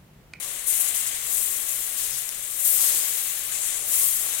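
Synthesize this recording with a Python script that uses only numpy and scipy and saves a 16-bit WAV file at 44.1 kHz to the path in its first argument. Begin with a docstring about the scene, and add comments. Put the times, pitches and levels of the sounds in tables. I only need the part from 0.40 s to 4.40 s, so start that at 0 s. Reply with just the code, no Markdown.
"""Caramel boiling on a gas stove

Caramel and cream boil in a pot, close up in a kitchen. Each sweep of a soft spatula pushes wet cream
onto bare hot metal, where it flares into a bright sizzle of tiny bursts and dies back to a simmer.
Larger foam bubbles pop in the hollow of the pot, a drop spits now and then, and the stove rumbles
and hums below."""
import sys
import numpy as np
from scipy import signal
from scipy.fft import rfft, irfft
from scipy.io import wavfile

SR = 44100
rng = np.random.default_rng(int(sys.argv[2]) if len(sys.argv) > 2 else 0)


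def digitize_waveform(pressure):
    """Quantize a signal to 16-bit integers and store it at the path in sys.argv[1].

    Rows of a 2-D input are taken as channels; values are limited to [-1, 1].
    """
    field = np.atleast_2d(pressure).T
    bounded = np.clip(field, -1, 1)
    quanta = np.round(bounded * 32767).astype(np.int16)
    wavfile.write(sys.argv[1], SR, quanta)


N = 176400

# Tone of cream on hot metal, for sizzle and spits: freq_hz, level_db
SIZZLE_SPECTRUM = [(1800, -20.5), (3600, -5.5), (4650, -6.5), (5400, -5.5), (6200, -3), (7050, 0.5),
                   (8000, 1), (9000, 1), (10000, -1), (11500, -0.5), (15500, -3.5)]


def from_db(db):
    return 10 ** (np.asarray(db) / 20)


def unit_rms(x):
    return x / np.sqrt(np.mean(x ** 2) + 1e-20)


def seconds():
    return np.arange(N) / SR


def bin_hz():
    return np.maximum(np.fft.rfftfreq(N, 1 / SR), 1)


def filtered(x, gain):
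    return irfft(rfft(x) * gain, N)


def over_time(points):
    """An automation curve, read at every sample."""
    return np.interp(seconds(), *np.transpose(points))


def over_frequency(points):
    """A curve over log frequency, read at every bin."""
    hz, value = np.transpose(points)
    return np.interp(np.log(bin_hz()), np.log(hz), value)


def colour(points):
    """EQ gain from a spectrum table, rolling off steeply beyond its ends."""
    low_cut = np.hypot(1, (points[0][0] / bin_hz() / 2) ** 2)
    high_cut = np.hypot(1, (bin_hz() / points[-1][0] / 2) ** 4)
    return from_db(over_frequency(points)) / low_cut / high_cut


def drift(rate_hz):
    """A smooth random wobble of unit RMS."""
    return unit_rms(filtered(rng.standard_normal(N), 1 / (1 + (bin_hz() / rate_hz) ** 2)))


def bursts(per_s, spread_db):
    """Random clicks, mostly small; each side hears every one with its own strength and sign."""
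    born = rng.random(N) < per_s / SR
    size = from_db(spread_db * np.minimum(rng.exponential(1, N), 5))
    return unit_rms(born * size * rng.standard_normal((2, N)))


def stereo_blend(pair):
    """Crossfeed two unrelated signals: narrow in the bass, wide in the treble."""
    # How alike the two sides are: freq_hz, correlation
    likeness = [(60, 0.42), (130, .85), (500, 0.83), (1000, 0.46), (1450, 0.21), (2100, 0.58),
                (3500, 0.083), (7000, 0.05), (15000, 0.1)]
    angle = np.arcsin(np.clip(over_frequency(likeness), 0, 1)) / 2
    return filtered(pair, np.cos(angle)) + filtered(pair[::-1], np.sin(angle))


def stove():
    """The bed: gas flame and room rumble under a wavering hum."""
    # Tone of the rumble: freq_hz, level_db
    rumble_spectrum = [(20, -0.5), (33, 0), (50, -7.5), (80, -11.5), (120, -9.5), (175, -24), (210, -14),
                       (300, -22.5), (400, -18)]
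    # Its slow swell: time_s, level_db
    rumble_swell = [(0, 0), (.45, 0), (.9, 3.5), (1.2, 1.5), (1.7, -1), (2.3, 0.5), (3.0, -1), (3.8, 3),
                    (4, -0.5)]
    rumble_db, hum_db = -56.5, -65.5
    hum_hz, hum_width_hz = 137.7, 6.7
    rumble = unit_rms(filtered(stereo_blend(rng.standard_normal((2, N))), colour(rumble_spectrum)))
    hum_peak = 1 / (1 + (2 * (bin_hz() - hum_hz) / hum_width_hz) ** 2)
    hum = unit_rms(filtered(rng.standard_normal(N), hum_peak))
    return from_db(rumble_db + over_time(rumble_swell)) * rumble + from_db(hum_db) * hum


def pot_resonance():
    """EQ gain of the hollow pot, which lifts its own resonances."""
    # Modes of the air in the pot: pitch_hz, width_hz, lift_db
    air_modes = [(472, 25, 4.5), (576, 28, 7.5), (671, 19, 8), (755, 18, 9), (868, 8.1, 7), (1122, 34, 7.5),
                 (1280, 46, 1), (2062, 107, 4), (3120, 49, 0)]
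    return from_db(sum(db / (1 + (2 * (bin_hz() - hz) / width) ** 2) for hz, width, db in air_modes))


def bubbles(spectrum, per_s, ring_cycles, spread_db, sizes=20):
    """Bubbles of many sizes, each ringing for a few cycles, heard through the pot."""
    clicks = bursts(per_s, spread_db)
    size_of_click = rng.integers(0, sizes, N)
    rings = 0
    for size, hz in enumerate(np.geomspace(spectrum[0][0], spectrum[-1][0], sizes)):
        decay = from_db(-60 * hz / (ring_cycles * SR))
        feedback = [1, -2 * decay * np.cos(2 * np.pi * hz / SR), decay * decay]
        kicks = clicks * (size_of_click == size) + 1e-18
        rings = rings + signal.lfilter([1 - decay, 0, decay - 1], feedback, kicks)
    return unit_rms(filtered(stereo_blend(rings), colour(spectrum) * pot_resonance()))


def foam():
    """Small pops on the surface and deeper bubbling in the syrup."""
    # Tone of each layer: freq_hz, level_db
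    pop_spectrum = [(700, -18), (1200, -10.5), (1700, -2.5), (2100, -2), (2500, -1), (3300, 0), (4000, -2),
                    (4700, -8.5), (6000, -14.5), (9000, -5)]
    deep_spectrum = [(100, -11), (250, -7.5), (450, -4), (650, -5.5), (900, -6), (1200, -2.5), (1700, -8),
                     (3000, -15)]
    # Fader ride of each layer, before its trim: time_s, level_db
    pop_ride = [(0.0, -44), (0.27, -45.5), (0.32, -41.5), (0.73, -40), (0.82, -43), (1.53, -44),
                (1.7, -43.5), (2.14, -47), (2.46, -40), (2.72, -41), (3.09, -43), (3.15, -39), (3.2, -43.5),
                (3.35, -41), (3.44, -46.5), (3.55, -40), (3.78, -43.5), (4.0, -40)]
    deep_ride = [(0.0, -51), (0.01, -50), (0.27, -52.5), (0.47, -48), (0.62, -52.5), (1.14, -51.5),
                 (2.02, -53.5), (2.03, -57), (2.48, -45.5), (2.88, -53.5), (3.65, -48), (3.73, -55.5),
                 (3.84, -46.5), (4.0, -50.5)]
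    pop_trim_db, deep_trim_db = 3.5, 0.5
    pops = bubbles(pop_spectrum, per_s=30000, ring_cycles=9, spread_db=0.9)
    deep = bubbles(deep_spectrum, per_s=7000, ring_cycles=6.2, spread_db=0.64)
    pops *= from_db(pop_trim_db + over_time(pop_ride))
    deep *= from_db(deep_trim_db + over_time(deep_ride))
    return pops + deep


def spits():
    """Drops burst, each with a very short, bright crack."""
    # Spitting drops: start_s, level_db
    drops = [(1.7845, -19.5), (1.8205, -20), (1.8912, -15), (1.9476, -24), (2.3137, -25), (2.326, -18)]
    t, decay_s = seconds(), 0.00092
    envelope = sum(from_db(db) * (t >= start) * np.exp(-np.maximum(t - start, 0) / decay_s)
                   for start, db in drops)
    return envelope * unit_rms(filtered(rng.standard_normal((2, N)), colour(SIZZLE_SPECTRUM)))


def near_reflections():
    """Comb-filter gain of the direct sound plus its close echoes."""
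    # Bounces off pot wall, hob and kitchen wall: delay_s, level_db
    echoes = [(.0015, -30), (.0037, -22), (.0083, -18), (0.0145, -22)]
    return 1 + sum(from_db(db) * np.exp(-2j * np.pi * bin_hz() * delay) for delay, db in echoes)


def pitch_focus(hz, centre_hz, half_width_oct):
    """A bell curve that gathers the sizzle round one pitch."""
    return 1 / (1 + (np.log2(hz / centre_hz) / half_width_oct) ** 2)


def sizzle():
    """Tiny bursts and steam: each flare swells, holds and fades in its own range, over a simmer."""
    # Cream meets hot metal:
    # start_s, rise_s, hold_s, fade_db_per_s, level_db, centre_hz, half_width_oct, pan_left_db
    flares = [(0.018, 0.0073, 0.009, 250, -29, 7800, 1.1, -1.5), (0.07, 0.01, .020, 60, -35, 9000, 0.91, 5),
              (0.259, 0.013, .032, 508, -20.5, 10200, 0.38, 5),
              (0.261, 0.024, .095, 70, -20, 10200, 0.69, 1.5),
              (0.398, 0.0071, 0.0096, 450, -16.5, 10400, .6, 3),
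              (0.439, .008, 0.047, 250, -23, 9100, .8, 2.5), (0.54, 0.007, 0.04, 93, -21, 9500, 0.73, -0.5),
              (0.662, 0.0048, 0.0096, 450, -23.5, 8900, 1.4, 0.5),
              (0.707, .006, .080, 33, -28, 8000, 0.84, -3.5),
              (0.796, 0.15, 0.042, 25, -21.5, 11000, 0.8, 2.5),
              (1.236, 0.055, .020, 18, -25.5, 11400, 0.92, -1.5),
              (1.552, 0.038, 0.021, 54, -26.5, 8640, 2.3, 2),
              (1.703, .025, .015, 160, -26.5, 5300, 0.28, 8), (1.76, .012, .018, 300, -26, 9900, 0.63, 2.5),
              (1.805, .012, .008, 401, -25.5, 12900, .15, -5), (1.930, .240, .020, 73, -30, 12000, 0.86, 4),
              (2.188, 0.011, 0.046, 60, -22, 11300, 0.59, 3.5),
              (2.235, .016, 0.099, 46, -16, 12500, 0.82, -0.5),
              (2.326, 0.1, 0.032, 21, -18, 10200, 1.3, -2), (2.701, 0.044, .028, 18, -28, 13200, 0.41, 1),
              (3.105, .019, .018, 54, -24, 7600, 0.36, 4.5),
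              (3.202, 0.028, 0.048, 40, -23.5, 8400, 0.54, 2.5),
              (3.433, 0.12, 0.11, 52, -15.5, 11800, 0.85, -2.5),
              (3.694, 0.18, .170, 20, -25.5, 8800, 0.71, 0.5)]
    steam_db, simmer_db = 5.5, -30  # steam is relative to the bursts
    flicker_db, flutter_db = 1.32, 0.5  # each band alone; the whole sizzle
    t, bands_hz = seconds(), np.geomspace(4200, 15500, 13)
    start, rise, hold, fade, db, centre_hz, half_width_oct, pan_db = np.transpose(flares)[:, :, None]
    attack = np.clip((t - start) / rise, 0, 1)
    release_db = abs(fade) * np.maximum(t - start - rise - hold, 0)
    swell_power = (attack * from_db(db - release_db)) ** 2
    pan_power = from_db(np.hstack([pan_db, -pan_db]))
    fry = bursts(per_s=9800, spread_db=2) + from_db(steam_db) * rng.standard_normal((2, N))
    fry = filtered(stereo_blend(fry), colour(SIZZLE_SPECTRUM) * near_reflections())
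    fry_spectrum = rfft(unit_rms(fry))
    mix = 0
    for hz, solo in zip(bands_hz, np.eye(len(bands_hz))):
        flare_power = (pan_power * pitch_focus(hz, centre_hz, half_width_oct) ** 2).T @ swell_power
        simmer = from_db(simmer_db) * pitch_focus(hz, centre_hz=8900, half_width_oct=0.75)
        band = irfft(fry_spectrum * over_frequency(np.c_[bands_hz, solo]), N)
        flicker = from_db(flicker_db * drift(rate_hz=28))
        mix = mix + np.sqrt(flare_power + simmer ** 2) * band * flicker
    return mix * from_db(flutter_db * drift(rate_hz=66))


def scene():
    return sizzle() + spits() + foam() + stove()


def record(dry):
    """The left microphone faces the pot; the right one is shaded and a little late. The top is cut."""
    # Tilt towards the left microphone: freq_hz, left_minus_right_db
    balance = [(60, 1), (140, -1.3), (300, 1), (500, 2.7), (850, 3.5), (1100, 5.5), (1450, 7), (2000, 10),
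               (3300, 10.5), (4000, 8), (4700, 4), (5400, 6), (6200, 7.5), (7000, 13.5), (8000, 13),
               (9000, 12.5), (10000, 8.5), (11100, 9.5), (12300, 14), (15000, 13.5)]
    right_lag_s, cutoff_hz = 0.00007, 15950
    left = from_db(over_frequency(balance))
    right = np.exp(-2j * np.pi * bin_hz() * right_lag_s)
    microphones = np.array([left, right]) * np.sqrt(2 / (1 + left ** 2))  # constant total power
    low_pass = 1 / np.hypot(1, (bin_hz() / cutoff_hz) ** 300)
    return filtered(dry, microphones * low_pass)


dry = scene()
out = record(dry)
digitize_waveform(out)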